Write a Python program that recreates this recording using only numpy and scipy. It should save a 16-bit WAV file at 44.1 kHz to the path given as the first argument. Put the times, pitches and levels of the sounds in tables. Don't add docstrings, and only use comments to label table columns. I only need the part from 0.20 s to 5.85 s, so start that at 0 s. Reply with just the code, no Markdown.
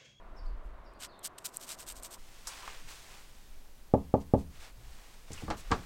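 import sys
import numpy as np
from scipy import signal
from scipy.fft import rfft, irfft
from scipy.io import wavfile

SR = 44100
rng = np.random.default_rng(int(sys.argv[2]) if len(sys.argv) > 2 else 0)


def store_wav(level_fs):
    pcm = np.round(np.clip(np.atleast_2d(level_fs), -1, 1) * 32767)
    wavfile.write(sys.argv[1], SR, pcm.T.astype(np.int16))


N = 249332
T = np.arange(N) / SR
RING = T[:SR]
CUT_S = 1.98


def undb(db):
    return 10 ** (np.asarray(db) / 20)


def unit(x):
    return x / np.std(x)


def on_log(points, hz):
    f, value = np.transpose(points)
    return np.interp(np.log(np.maximum(hz, 1)), np.log(f), value)


def shape(x, gain):
    spectrum = rfft(x)
    hz = np.fft.rfftfreq(len(x), 1 / SR)
    return irfft(spectrum * gain(hz), len(x))


def colour(x, points):
    return unit(shape(x, lambda f: undb(on_log(points, f))))


def bell(f, hz, octaves):
    return np.exp(-.5 * (np.log2(np.maximum(f, 1) / hz) / octaves) ** 2)


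def one_pole(x, hz, kind):
    return signal.sosfilt(signal.butter(1, hz, kind, fs=SR, output="sos"), x)


def fade(t60):
    return np.exp(-np.log(1000) * RING / t60)


def add(out, s, x):
    i = int(round(s * SR))
    out[i:i + len(x)] += x[:len(out) - i]


def ring(modes, polarity=1):
    total = np.zeros(SR)
    for k, (hz, db, t60) in enumerate(modes):
        total += polarity ** k * undb(db) * np.cos(2 * np.pi * hz * RING) * fade(t60)
    return total


def reverb(points, t60s, build_s):
    noise = colour(rng.standard_normal(SR), points)
    centres = [hz for hz, _ in t60s]
    tail = np.zeros(SR)
    for band, (_, t60) in zip(np.eye(len(t60s)), t60s):
        weights = list(zip(centres, band))
        tail += shape(noise, lambda f: on_log(weights, f)) * fade(t60)
    return tail * (1 - np.exp(-(RING / build_s) ** 2))


def strike(s, contact_ms, response):
    blow = np.zeros(N)
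    add(blow, s, response)
    return shape(blow, lambda f: np.exp(-.5 * (2 * np.pi * f * contact_ms / 1000) ** 2))


def grains(per_s, spread_db):
    clicks = (rng.random(N) < per_s / SR) * rng.standard_normal(N)
    return clicks * undb(spread_db * np.minimum(rng.exponential(size=N), 5))


def flutter(per_s, depth_db):
    knots = np.arange(0, T[-1] + 1, 1 / per_s)
    return undb(depth_db * np.interp(T, knots, rng.standard_normal(N)[:len(knots)]))


def rub(moves, texture, pivot_hz, roundness, peak_share):
    low = shape(texture, lambda f: 1 / (1 + (f / pivot_hz) ** 2))
    high = texture - low
    out = np.zeros(N)
    for start, length, db, bright_db in moves:
        swing = np.interp((T - start) / length, [0, np.clip(peak_share, .1, .9), 1], [0, 1, 0])
        envelope = np.sin(np.pi / 2 * swing) ** roundness
        out += undb(db) * envelope * unit(low + undb(bright_db) * high)
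    return out


def background():
    # frequency in Hz, relative level in dB.
    town_colour = [(41, -19), (70, -11), (152, -12), (376, -8.5), (431, -12), (679, -6.5), (834, -12.5),
                   (1000, -7), (2320, -24), (3110, -30), (3650, -31), (5140, -39.5), (16000, -48.5)]
    hiss_colour = [(50, -17), (100, -1.5), (200, -0.5), (400, -4), (700, -5.5), (1200, -10), (2500, -12.5),
                   (5000, -14.5), (9000, -17), (12000, -17.5), (16000, -19.5)]
    rumble_colour = [(5, -17.5), (12, 9.5), (30, -7.5), (50, -11.5), (90, -23.5), (200, -41.5), (500, -93)]
    puff_colour = [(8, -7), (30, 1), (50, -6), (90, -24.5), (200, -43), (500, -90)]
    # peak time in seconds, level in dB, time constant of swell and decay in seconds.
    puffs = [(.34, -37, 0.18), (1.77, -47.5, .09), (4.19, -47, 0.048), (4.68, -46, .09),
             (5.51, -37.5, 0.039)]
    town_db, hiss_db = -56.5, -62
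    rumble_out_db, rumble_in_db = -65, -48
    town = undb(town_db) * colour(rng.standard_normal(N), town_colour)
    hiss = undb(hiss_db) * colour(rng.standard_normal(N), hiss_colour)
    rumble_gain = undb(np.where(T < CUT_S, rumble_out_db, rumble_in_db))
    rumble = rumble_gain * colour(rng.standard_normal(N), rumble_colour)
    air = sum(undb(db) * np.exp(-np.abs(T - s) / swell_s) for s, db, swell_s in puffs)
    gusts = air * colour(rng.standard_normal(N), puff_colour)
    return np.where(T < CUT_S, town, hiss) + rumble + gusts


def birds():
    # delay in seconds, length in seconds, first and last pitch as ratios,
    # relative level in dB. The first note falls, the lower second one rises.
    call_notes = [(0, 0.066, 1.12, 0.8, 1), (.092, 0.051, .79, .93, -2.5)]
    # start in seconds, reference pitch in Hz, relative level in dB.
    calls = [(.15, 5300, -62.5), (.634, 5200, -68.5), (.868, 4530, -64), (0.904, 3890, -65)]
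    warble_hz, warble_depth = 45, .06
    out = np.zeros(N)
    for s, pitch_hz, db in calls:
        for delay, length, first, last, note_db in call_notes:
            glide = pitch_hz * np.linspace(first, last, int(length * SR))
            warble = np.sin(2 * np.pi * (warble_hz * RING[:len(glide)] + rng.random()))
            hz = glide * (1 + warble_depth * warble)
            tone = np.sin(2 * np.pi * np.cumsum(hz) / SR)
            add(out, s + delay, undb(db + note_db) * np.hanning(len(hz)) * tone)
    yard = rng.standard_normal(SR) * fade(0.36)
    echo = signal.fftconvolve(out, yard / np.linalg.norm(yard))[:N]
    return undb(-1.0) * out + undb(0.5) * echo


def handling():
    # start in seconds, length in seconds, relative level in dB, treble against bass in dB.
    swishes = [(1.7, 1.97, -55.5, -1.5), (2.25, 0.2, -50.5, -5), (2.36, .27, -52, -16),
               (2.67, 0.081, -52.5, 0), (2.67, 0.21, -60, 4), (2.82, 0.25, -59.5, -6),
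               (3.995, 0.047, -59.5, 9), (4.163, 0.08, -59, 11), (4.29, 0.21, -57.5, -7),
               (4.39, 0.14, -52.5, -8), (4.48, 0.79, -58, -3), (5.06, 0.32, -51, -5),
               (5.3, 0.67, -53.5, -8), (5.36, 0.072, -52, 25)]
    # frequency in Hz, relative level in dB.
    cloth_colour = [(240, -23), (400, -9), (593, -9.5), (745, -6), (994, -4.5), (1520, -5.5), (2390, -5),
                    (8430, -9.5), (9810, -15.5), (15000, -20.5)]
    # start in seconds, peak level in dB, centre in Hz, width in octaves, t60 in seconds.
    slips = [(2.271, -25.5, 6570, 0.54, 0.12), (2.272, -38, 1050, 0.59, 0.1),
             (2.431, -43.5, 1050, 0.18, 0.14), (2.478, -28.5, 1163, 0.3, 0.04),
             (5.119, -39.5, 4500, 0.73, 0.028), (5.1315, -35.5, 6640, 0.41, 0.06),
             (5.176, -42, 2680, 0.18, 0.13)]
    # start in seconds, relative level in dB.
    thumps = [(2.642, -55.5), (2.901, -61), (4.568, -49)]
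    cloth = colour(grains(per_s=18000, spread_db=0.5), cloth_colour) * flutter(per_s=120, depth_db=0.6)
    rustle = rub(swishes, cloth, pivot_hz=3500, roundness=1.45, peak_share=0.37)
    out = undb(-1.52) * rustle * (T >= CUT_S)
    for s, db, hz, octaves, t60 in slips:
        slip = shape(rng.standard_normal(SR), lambda f: bell(f, hz, octaves)) * fade(t60)
        add(out, s, undb(db) * slip / np.abs(slip).max())
    for s, db in thumps:
        thump = unit(shape(rng.standard_normal(SR), lambda f: bell(f, 116, 0.17)))
        envelope = fade(0.31) * (1 - fade(0.037))
        add(out, s, undb(db) * thump * envelope)
    return out


def taps():
    # touch time in seconds, relative level in dB, contact time of the touch in ms,
    # delay until the full weight lands in ms.
    tap_events = [(5.105, -13, 0.41, 10.6), (5.223, -13, 0.29, 13), (5.280, -12, 0.13, 9),
                  (5.3021, -11, 0.024, 5.7), (5.508, -12.5, 0.11, 4), (5.515, -4, 0.028, 4.43)]
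    # frequency in Hz, relative level in dB, t60 in seconds.
    wood_modes = [(78.7, -36, 0.22), (124, -53, 0.14), (214.6, -36.5, 0.17), (311.3, -31.5, 0.14),
                  (461, -36, 0.17), (574, -37, 0.11), (719, -32.5, 0.073), (830, -28.5, 0.13),
                  (948, -38, 0.085), (1083, -41, 0.08), (1162, -24, 0.079), (1230, -46, 0.055),
                  (1440, -57, 0.087), (1667, -29.5, 0.082), (2054, -39, 0.073), (5110, -45, 0.15)]
    # frequency in Hz, relative level in dB.
    crack_colour = [(100, 3.5), (400, -0.5), (1200, 2), (1900, -4.5), (2800, -8), (5500, -7.5),
                    (8000, -10.5), (15000, -31)]
    # frequency in Hz, t60 in seconds.
    tail_t60s = [(100, 0.36), (400, 0.24), (1300, 0.18), (2500, 0.15), (6000, 0.18), (14000, 0.13)]
    landing_db, landing_softer = 4.5, 2.5
    out = np.zeros(N)
    wood = ring(wood_modes, polarity=-0.98)
    for s, db, contact_ms, lag_ms in tap_events:
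        touch = (s, db, contact_ms)
        landing = (s + lag_ms / 1000, db + landing_db, contact_ms * landing_softer)
        for at, blow_db, blow_ms in (touch, landing):
            crack = undb(-18.5) * colour(rng.standard_normal(SR), crack_colour) * fade(0.03)
            tail = undb(-27.5) * reverb(crack_colour, tail_t60s, build_s=0.0041)
            out += undb(blow_db) * strike(at, blow_ms, crack + wood + tail)
    return out


def sandpaper():
    # start in seconds, length in seconds, relative level in dB, treble against bass in dB.
    strokes = [(0.788, 0.089, -43, -12), (1.027, 0.057, -38, 7), (1.177, 0.018, -49, -13),
               (1.241, 0.034, -35, 5.5), (1.262, 0.038, -54, 4), (1.325, 0.063, -52.5, 7),
               (1.392, 0.073, -45.5, 1), (1.460, 0.1, -42.5, -2), (1.568, 0.081, -48.5, 1),
               (1.657, 0.081, -44, 1), (1.743, 0.066, -52, 3), (1.813, 0.074, -45.5, 3),
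               (1.900, 0.068, -49, 2)]
    regrips = [(.14, 0.08, -78.5, 4), (.22, .1, -80.5, 4), (.42, 0.088, -79.5, 6)]
    # start in seconds, peak level in dB.
    snags = [(.737, -55), (.993, -42), (1.185, -31.5), (1.370, -18.5), (1.491, -32), (1.691, -32),
             (1.723, -32), (1.834, -28), (1.913, -38)]
    # frequency in Hz, relative level in dB.
    grit_colour = [(710, -32), (1200, -9.5), (1640, -9), (1890, -11.5), (2650, -9), (2890, -6.5),
                   (3470, -7.5), (3870, -6.5), (6870, -6.5), (8350, -3), (10100, -13), (13000, -11),
                   (16000, -21)]
    peak_share = 0.52
    resting_db = -70.5
    snap = ring([(7760, 3.5, 0.003), (9050, 6.5, 0.0018), (12800, -4, .004)], polarity=-0.91)
    grit = colour(grains(per_s=5000, spread_db=-0.5), grit_colour) * flutter(per_s=240, depth_db=2.5)
    coarse = unit(signal.fftconvolve(grains(per_s=350, spread_db=0.0), snap)[:N])
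    texture = grit + undb(-8) * coarse
    out = undb(-0.6) * rub(strokes, texture, pivot_hz=6000, roundness=1.46, peak_share=peak_share)
    out += rub(regrips, grit, pivot_hz=6000, roundness=0.99, peak_share=peak_share)
    out += undb(resting_db) * grit * (T > 1.19) * (T < CUT_S)
    for s, db in snags:
        add(out, s, undb(db) * snap / np.abs(snap).max())
    return out


def knocks():
    # start in seconds, relative level in dB, contact time in ms,
    # weight of the hand behind it as a bass gain in dB.
    blows = [(3.739, 0.9, 0.33, -2), (3.9407, -1, 0.31, -2), (4.1382, -0.5, 0.34, 2)]
    # frequency in Hz, relative level in dB, t60 in seconds.
    heave_modes = [(140, -2, 0.016), (411, -8, 0.11), (687, -8.5, 0.029)]
    door_modes = [(67.2, -31.5, 0.58), (77.3, -30.5, 0.54), (100.7, -32.5, 0.23), (124, -53, 0.78),
                  (151, -51, 0.71), (172.5, -33, 0.35), (206, -29, 0.28), (264.6, -33, 0.21),
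                  (275, -30, 0.27), (301, -24.5, 0.093), (358.5, -26, 0.1), (383, -28, 0.14),
                  (422, -49, 0.126), (456, -30.5, 0.19), (529, -34, 0.16), (562, -27, 0.14),
                  (619, -17, 0.087), (675, -32.5, 0.2), (729, -32, 0.15), (767, -20, 0.069),
                  (829, -34, 0.23), (868, -21, 0.11), (918, -28, 0.18), (1063, -31, 0.25),
                  (1149, -8, 0.046), (1230, -38.3, 0.169), (1224, -22, 0.15), (1520, -49.0, 0.144)]
    # delay in ms, relative level in dB.
    echoes = [(3.8, 0.2), (6.4, -7), (7.4, -8.5), (10.1, -4.5), (13.3, -2.5), (16.7, -4)]
    # frequency in Hz, relative level in dB.
    hall_colour = [(40, -17), (90, 5), (250, 0), (600, -2), (900, 4.5), (1300, 3.5), (2000, -8),
                   (4000, -20)]
    # frequency in Hz, t60 in seconds.
    hall_t60s = [(60, 0.49), (250, 0.29), (700, 0.2), (2000, 0.27), (6000, 0.26), (14000, 0.22)]
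    heave = ring(heave_modes)
    hall = undb(-22) * reverb(hall_colour, hall_t60s, build_s=0.011)
    door = heave + ring(door_modes, polarity=-1.013) + hall
    slap = one_pole(heave, 272, "high")
    for ms, db in echoes:
        add(door, ms / 1000, undb(db) * slap)
    door = one_pole(door, 94, "high")
    bass = one_pole(door, 220, "low")
    tick_colour = [(500, -10), (1600, 4.0), (3000, -10.5), (9000, -28)]  # (Hz, dB)
    tick = undb(-51) * colour(rng.standard_normal(SR), tick_colour) * fade(0.094)
    out = np.zeros(N)
    for s, db, contact_ms, weight_db in blows:
        weighted = door + (undb(weight_db) - 1) * bass
        out += undb(db) * strike(s, contact_ms, weighted)
        add(out, s, undb(db) * tick)
    return out


def scene():
    return (background() + birds() + handling() + taps() + sandpaper() + knocks())[None]


def record(dry):
    return signal.sosfilt(signal.ellip(10, .2, 70, 16000, fs=SR, output="sos"), dry)


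dry = scene()
out = record(dry)
store_wav(out)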